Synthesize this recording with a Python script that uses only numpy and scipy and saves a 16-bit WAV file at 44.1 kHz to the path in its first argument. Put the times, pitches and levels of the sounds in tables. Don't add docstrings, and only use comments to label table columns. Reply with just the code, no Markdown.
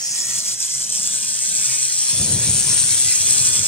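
import sys
import numpy as np
from scipy import signal
from scipy.fft import rfft, irfft
from scipy.io import wavfile
from scipy.ndimage import uniform_filter1d, map_coordinates

SR = 44100
rng = np.random.default_rng(int(sys.argv[2]) if len(sys.argv) > 2 else 0)


def wav_out(sig):
    wavfile.write(sys.argv[1], SR, np.round(np.clip(np.atleast_2d(sig).T, -1, 1) * 32767).astype(np.int16))


def boost(x):
    u = np.asarray(x, float) / 20
    return 10 ** u


N = 161847
T = np.arange(N) / SR


def unit(x):
    return x / np.sqrt(np.mean(np.abs(x) ** 2) + 1e-20)


def along(points, hz):
    f, v = np.transpose(points)
    return np.interp(np.log(hz + 1), np.log(f + 1), v)


def curve(rows, t):
    return np.interp(t, *np.transpose(rows))


def bump(x, centre, width):
    return np.exp(-((x - centre) / width) ** 2)


def wobble(rate_hz):
    coarse = np.arange(0, N + 64, 64)
    knots = rng.standard_normal(int(N * 100 / SR) + 4)
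    return np.interp(np.arange(N), coarse, map_coordinates(knots, [coarse * rate_hz / SR]))


def patches(shape, bins, frames):
    field = uniform_filter1d(rng.standard_normal(shape), size=bins, axis=0)
    return unit(uniform_filter1d(field, size=frames, axis=1))


# (time [s], share [0-1])
FACING = [(0, 0.01), (.2, 0.06), (.45, 0.1), (.8, 0.16), (1.1, 0.34), (1.35, 0.48), (1.65, 0.49),
          (1.95, 0.6), (2.2, 0.88), (2.4, 0.84), (2.6, 1), (2.85, 0.97), (3.15, 0.69), (3.4, 0.62),
          (3.67, 0.4)]
SCAN_HZ = 129.82
PATH_CYCLES, PATH_GROWS_CYCLES = .016, .104


def scan():
    return SCAN_HZ * T + PATH_CYCLES - PATH_GROWS_CYCLES * curve(FACING, T)


# (time [s], level [dB])
BURN_DB = [(0.0, -25.5), (0.39, -20.5), (0.42, -24.5), (0.5, -20), (0.57, -29), (0.61, -22.5), (0.9, -24.5),
           (0.97, -19.5), (0.99, -24), (1.15, -21.5), (1.18, -23.5), (1.75, -20), (1.76, -21.5),
           (2.43, -20), (2.76, -18), (3.26, -18), (3.29, -17), (3.67, -18.5)]
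# (time [s], peak [dB])
FLAKES = [(0.1141, -13), (0.1191, -8), (0.2678, -1), (0.4838, 1), (0.604, -6), (0.7811, -10), (0.9004, 1),
          (0.9217, -6), (0.9587, 1), (1.0301, 0), (1.1838, -8), (1.3818, -21), (1.497, -17), (1.6212, -23),
          (1.6591, -9), (1.7858, -16), (1.8213, -15), (1.8447, -13), (3.3802, -2), (3.5234, -14)]
PASS_DB, SHARPNESS = 11, 1.3
BACK_DB, BACK_WEAKENS_DB = -1.5, 5
PASS_SCATTER_DB, GRIT_DB = 2, 2


def passes():
    crossing = 2 * scan() + .5
    index = np.floor(crossing).astype(int)
    returning = index % 2 == 0
    size_db = PASS_SCATTER_DB * rng.standard_normal(index[-1] + 2)[index]
    size_db += returning * (BACK_DB - BACK_WEAKENS_DB * curve(FACING, T))
    for s, peak_db in FLAKES:
        popping = index == index[round((s + .001) * SR)]
        size_db[popping] = (peak_db - 6 - curve(BURN_DB, s)) / 2
    bursts = 1 + boost(PASS_DB + size_db) * np.sin(np.pi * crossing % np.pi) ** (2 * SHARPNESS)
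    grit_db = GRIT_DB * unit(uniform_filter1d(rng.standard_normal(N), size=12))
    return bursts * boost(grit_db)


# (frequency [Hz], width [Hz], level [dB])
PLATE = [
    (1522, 55, 6),
    (1950, 80, 7.5),
    (2550, 138, 3),
    (3383, 200, 7),
    (4190, 170, 6.5),
    (5680, 82, -1),
]
# (time [s], lasts [s], frequency [Hz], width [Hz],
# level [dB])
RINGS = [(0.062, 0.2, 5260, 660, 2.5), (.33, 0.11, 6000, 500, -5), (0.397, 0.4, 7500, 800, -1),
         (.8, 0.62, 8100, 700, 0.5), (2.504, 0.49, 12000, 900, -10), (0.753, 0.16, 15500, 785, -21),
         (3.55, 0.12, 4300, 600, -2), (1.1, 0.57, 1600, 400, -2), (2.65, 0.17, 6200, 900, -1),
         (.3, 0.11, 1870, 120, 7), (1.104, .15, 3480, 250, 1.5), (1.21, 0.13, 4250, 250, 1),
         (1.75, 0.31, 2370, 200, 7), (2.077, .12, 5540, 250, 8.5), (2.09, 0.033, 4300, 250, 6),
         (2.45, 0.12, 7000, 400, 2.5), (2.736, 0.054, 1490, 250, 4.5), (2.702, 0.048, 5650, 300, 7),
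         (2.917, 0.059, 2350, 300, 7.5), (3.107, 0.057, 2200, 503, 6.5), (3.3, 0.066, 2620, 200, 3),
         (3.52, 0.24, 1410, 99, 7), (3.548, .12, 3370, 100, 3)]


def steel(f, s):
    plate_db = sum(db * bump(f, hz, width) for hz, width, db in PLATE)
    rings_db = sum(db * bump(f, hz, width) * bump(s, at, lasts) for at, lasts, hz, width, db in RINGS)
    return boost(plate_db + rings_db)


# (frequency [Hz], level [dB per Hz])
LEFT_ASIDE = [(900, -17.5), (4000, -11.5), (5600, -2.5), (8200, 0.1), (9400, -4.5), (10800, -7.5),
              (12200, -14.5), (15800, -17.5)]
LEFT_FACING = [(900, -18), (4600, -10.5), (5800, -6), (7200, -6), (8500, 9), (10400, -8.5), (12000, -11.5),
               (15000, -13)]
RIGHT_ASIDE = [(900, -30), (4000, -18), (5600, 0), (8600, -2), (9400, -15), (11000, -16.5), (13000, -43),
               (15800, -15)]
RIGHT_FACING = [(1200, -29.5), (3500, -13), (4600, -10.5), (5800, -3.5), (8400, -1), (9300, -7.5),
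                (12000, -19.5), (15000, -74)]
SHADOW_HZ, SHADOW_RISES_HZ, SHADOW_WIDTH_HZ = 9300, 2800, 700
SHADOW_LEFT_DB, SHADOW_RIGHT_DB = -11, -3


def port_gains(f, u):
    notch = bump(f, SHADOW_HZ + SHADOW_RISES_HZ * u, SHADOW_WIDTH_HZ)
    left_db = (1.5 - u) * along(LEFT_ASIDE, f) + u * along(LEFT_FACING, f)
    right_db = (1 - u) * along(RIGHT_ASIDE, f) + u * along(RIGHT_FACING, f)
    return boost(left_db + SHADOW_LEFT_DB * notch), boost(right_db + SHADOW_RIGHT_DB * notch)


# (frequency [Hz], phase [rad])
TURN_FACING = [(2000, 0), (3100, -1.4), (4100, 0.1), (5100, -2), (6200, -1), (8200, -2.5), (10300, 1)]
TURN_ASIDE = [(2000, 1.25), (3100, 0), (4100, -2.5), (5100, -4), (6200, -5), (8200, -8), (10300, -9)]
TURN_SWING = [(2000, -1), (3100, -2), (5100, -3.5), (6200, -3.5), (8200, -3), (10300, -0.5)]
SWING_S = 0.11


def port_phase(f, s, u):
    turned = u * along(TURN_FACING, f) + (1 - u) * along(TURN_ASIDE, f)
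    return np.exp(1j * (turned + np.exp(-s / SWING_S) * along(TURN_SWING, f)))


# (frequency [Hz], share [0-1])
DIFFUSE = [(600, 0.23), (1200, 0.84), (2500, 0.68), (5000, 0.61), (8000, 0.4), (12000, 0.73)]
SMOOTH_BELOW_HZ, SMOOTH_DEPTH = 4900, 0.23
SLOW_DB, FAST_DB, PATCHY_DB = .2, .9, 2


def plasma():
    envelope = passes()
    fizz = rng.standard_normal(N)
    crackle = unit(envelope * fizz)
    roar = unit(envelope ** SMOOTH_DEPTH * fizz)
    walls = rng.standard_normal((2, N))
    level = boost(curve(BURN_DB, T) + SLOW_DB * wobble(8.53) + FAST_DB * wobble(30.01))
    hz, s, z = signal.stft(level * np.vstack([crackle, walls, roar]), SR, nperseg=256)
    f, u = hz[:, None], curve(FACING, s)
    crackle, wall_left, wall_right, roar = z * steel(f, s)
    share = along(DIFFUSE, f)
    plume = roar + (crackle - roar) / (1 + (SMOOTH_BELOW_HZ / (f + 1)) ** 4)
    direct = np.sqrt(1 - share ** 2) * plume * boost(PATCHY_DB * patches(plume.shape, 4, 10))
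    left_gain, right_gain = port_gains(f, u)
    left = left_gain * (direct + share * wall_left)
    right = right_gain * (direct * port_phase(f, s, u) + share * wall_right)
    return boost(10.5) * signal.istft(np.array([left, right]), SR, nperseg=256)[1][:, :N]


STREAK_DB, STREAK_BELOW_HZ = 3.5, 6000


def streaks(x):
    hz, _, z = signal.stft(x, SR, nperseg=1024)
    depth_db = STREAK_DB / (1 + (hz[:, None] / STREAK_BELOW_HZ) ** 4)
    mean_power_db = depth_db ** 2 * np.log(10) / 20
    gain = boost(depth_db * patches(z.shape[1:], 2, 12) - mean_power_db)
    return signal.istft(z * gain, SR, nperseg=1024)[1][:, :N]


# (frequency [Hz], level [dB])
BUZZ = [(130, -53), (260, -75), (520, -61), (780, -64.5), (910, -65), (1040, -58.5), (1170, -71),
        (1300, -75), (1430, -59.5), (1820, -68), (2080, -61), (2340, -54), (2600, -55.5), (3120, -59.5)]
# (time [s], level [dB])
REPEAT = [(0, -2), (.25, 2.5), (.6, -4), (1.1, 0), (1.46, -9), (1.74, 0), (1.9, -3), (2.06, -2), (2.11, 4),
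          (2.38, -2.5), (2.45, 8.5), (2.55, 1), (2.64, 5.5), (2.77, 5.5), (2.85, -4), (3.3, 0), (3.56, 3.5),
          (3.67, 3)]
BUZZ_SCATTER_DB, BUZZ_WAVER_DB = 1, 5
BUZZ_APART_RAD = .12
BUZZ_DRIFT_RAD, BUZZ_DRIFT_GROWS_RAD = .8, .11


def buzz():
    cycle, out = 2 * np.pi * scan(), np.zeros((2, N))
    swell_db = curve(BURN_DB, T) - np.mean(np.transpose(BURN_DB)[1])
    for k in range(1, 25):
        scatter, start, apart = rng.standard_normal(size=3)
        db = along(BUZZ, k * SCAN_HZ) + BUZZ_SCATTER_DB * scatter + BUZZ_WAVER_DB * wobble(21.91) + swell_db
        if k > 3:
            db = db + curve(REPEAT, T)
        drift = (BUZZ_DRIFT_RAD + BUZZ_DRIFT_GROWS_RAD * k) * wobble(9)
        spread = BUZZ_APART_RAD * k * apart * np.array([[.5], [-.5]])
        out += boost(db) * np.sin(k * cycle + np.pi * start + drift + spread)
    return out


# (frequency [Hz], correlation [0-1])
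ALIKE = [(60, 1), (250, 0.96), (500, 0.84), (1000, 0.78)]
# (frequency [Hz], level [dB])
LEAN = [(250, -1), (600, -2), (1200, 4)]


def rush(spectrum):
    hz = np.fft.rfftfreq(N, 1 / SR)
    angle = np.arccos(along(ALIKE, hz)) / 2
    noise = rfft(rng.standard_normal((2, N))) * boost(along(spectrum, hz))
    mid, side = noise * [np.cos(angle), np.sin(angle)]
    lean = boost(along(LEAN, hz) * np.array([[.5], [-.5]]))
    return unit(irfft(np.array([mid + side, mid - side]) * lean, N))


# (time [s], level [dB])
WIND_DB = [(2.0, -80), (2.1, -59), (2.13, -36.5), (2.2, -29.5), (2.37, -24.5), (2.43, -34), (2.5, -25.5),
           (2.55, -33), (2.64, -35), (2.71, -31.5), (2.77, -40), (3.05, -42.5), (3.14, -47.5), (3.3, -39),
           (3.5, -37), (3.67, -38.5)]
# (frequency [Hz], level [dB per Hz])
RUMBLE = [(15, -60), (45, -19.5), (100, 6), (170, -0.5), (260, -12.5), (400, -19), (800, -65), (2500, -90)]
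# (frequency [Hz], level [dB per Hz])
RUSTLE = [(100, -40), (220, -6.5), (330, -1), (500, 0), (680, -7), (1000, -11.5), (1400, -28), (3000, -67)]
LUMPS_DB, LUMPS_HZ = 1.2, 35
RUSTLE_DB, RUSTLE_GROWS, RUSTLE_SMOOTH_S = -41.5, 0.92, 0.16


def wind():
    gust_db = curve(WIND_DB, T)
    thumps = boost(gust_db) * unit(boost(LUMPS_DB * wobble(LUMPS_HZ)) * rush(RUMBLE))
    stream_db = uniform_filter1d(gust_db, int(RUSTLE_SMOOTH_S * SR))
    stream_db = np.minimum(stream_db, gust_db + 10)
    return thumps + boost(RUSTLE_DB + RUSTLE_GROWS * (stream_db + 30)) * rush(RUSTLE)


# (frequency [Hz], level [dB per Hz])
SHOP = [(35, -52), (70, -6), (120, -4), (210, 4), (310, -17), (600, -8.5), (1300, -28), (3000, -43)]
# (time [s], level [dB])
SHOP_LEVEL_DB = [
    (0.0, -54.5),
    (0.48, -52.5),
    (0.66, -64),
    (0.89, -49.5),
    (1.36, -52.5),
    (1.38, -73),
    (1.47, -46.5),
    (1.85, -67),
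    (2.05, -53),
]
SHOP_DB, SHOP_SWELL_DB = 1.5, -0.5


def shop():
    return boost(curve(SHOP_LEVEL_DB, T) + SHOP_DB + SHOP_SWELL_DB * wobble(2.6)) * rush(SHOP)


def scene():
    return streaks(plasma()) + buzz() + wind() + shop()


def roll_off(x):
    return signal.sosfilt(signal.butter(12, 16080, fs=SR, output="sos"), x)


TOP_HZ, CEILING = 15750, .8


def record(dry):
    soft = dry / (1 + np.abs(dry / CEILING) ** 6) ** (1 / 6)
    passed = np.fft.rfftfreq(N, 1 / SR) < TOP_HZ
    mix = irfft(rfft(soft) * passed, N)
    return roll_off(mix)


dry = scene()
out = record(dry)
wav_out(out)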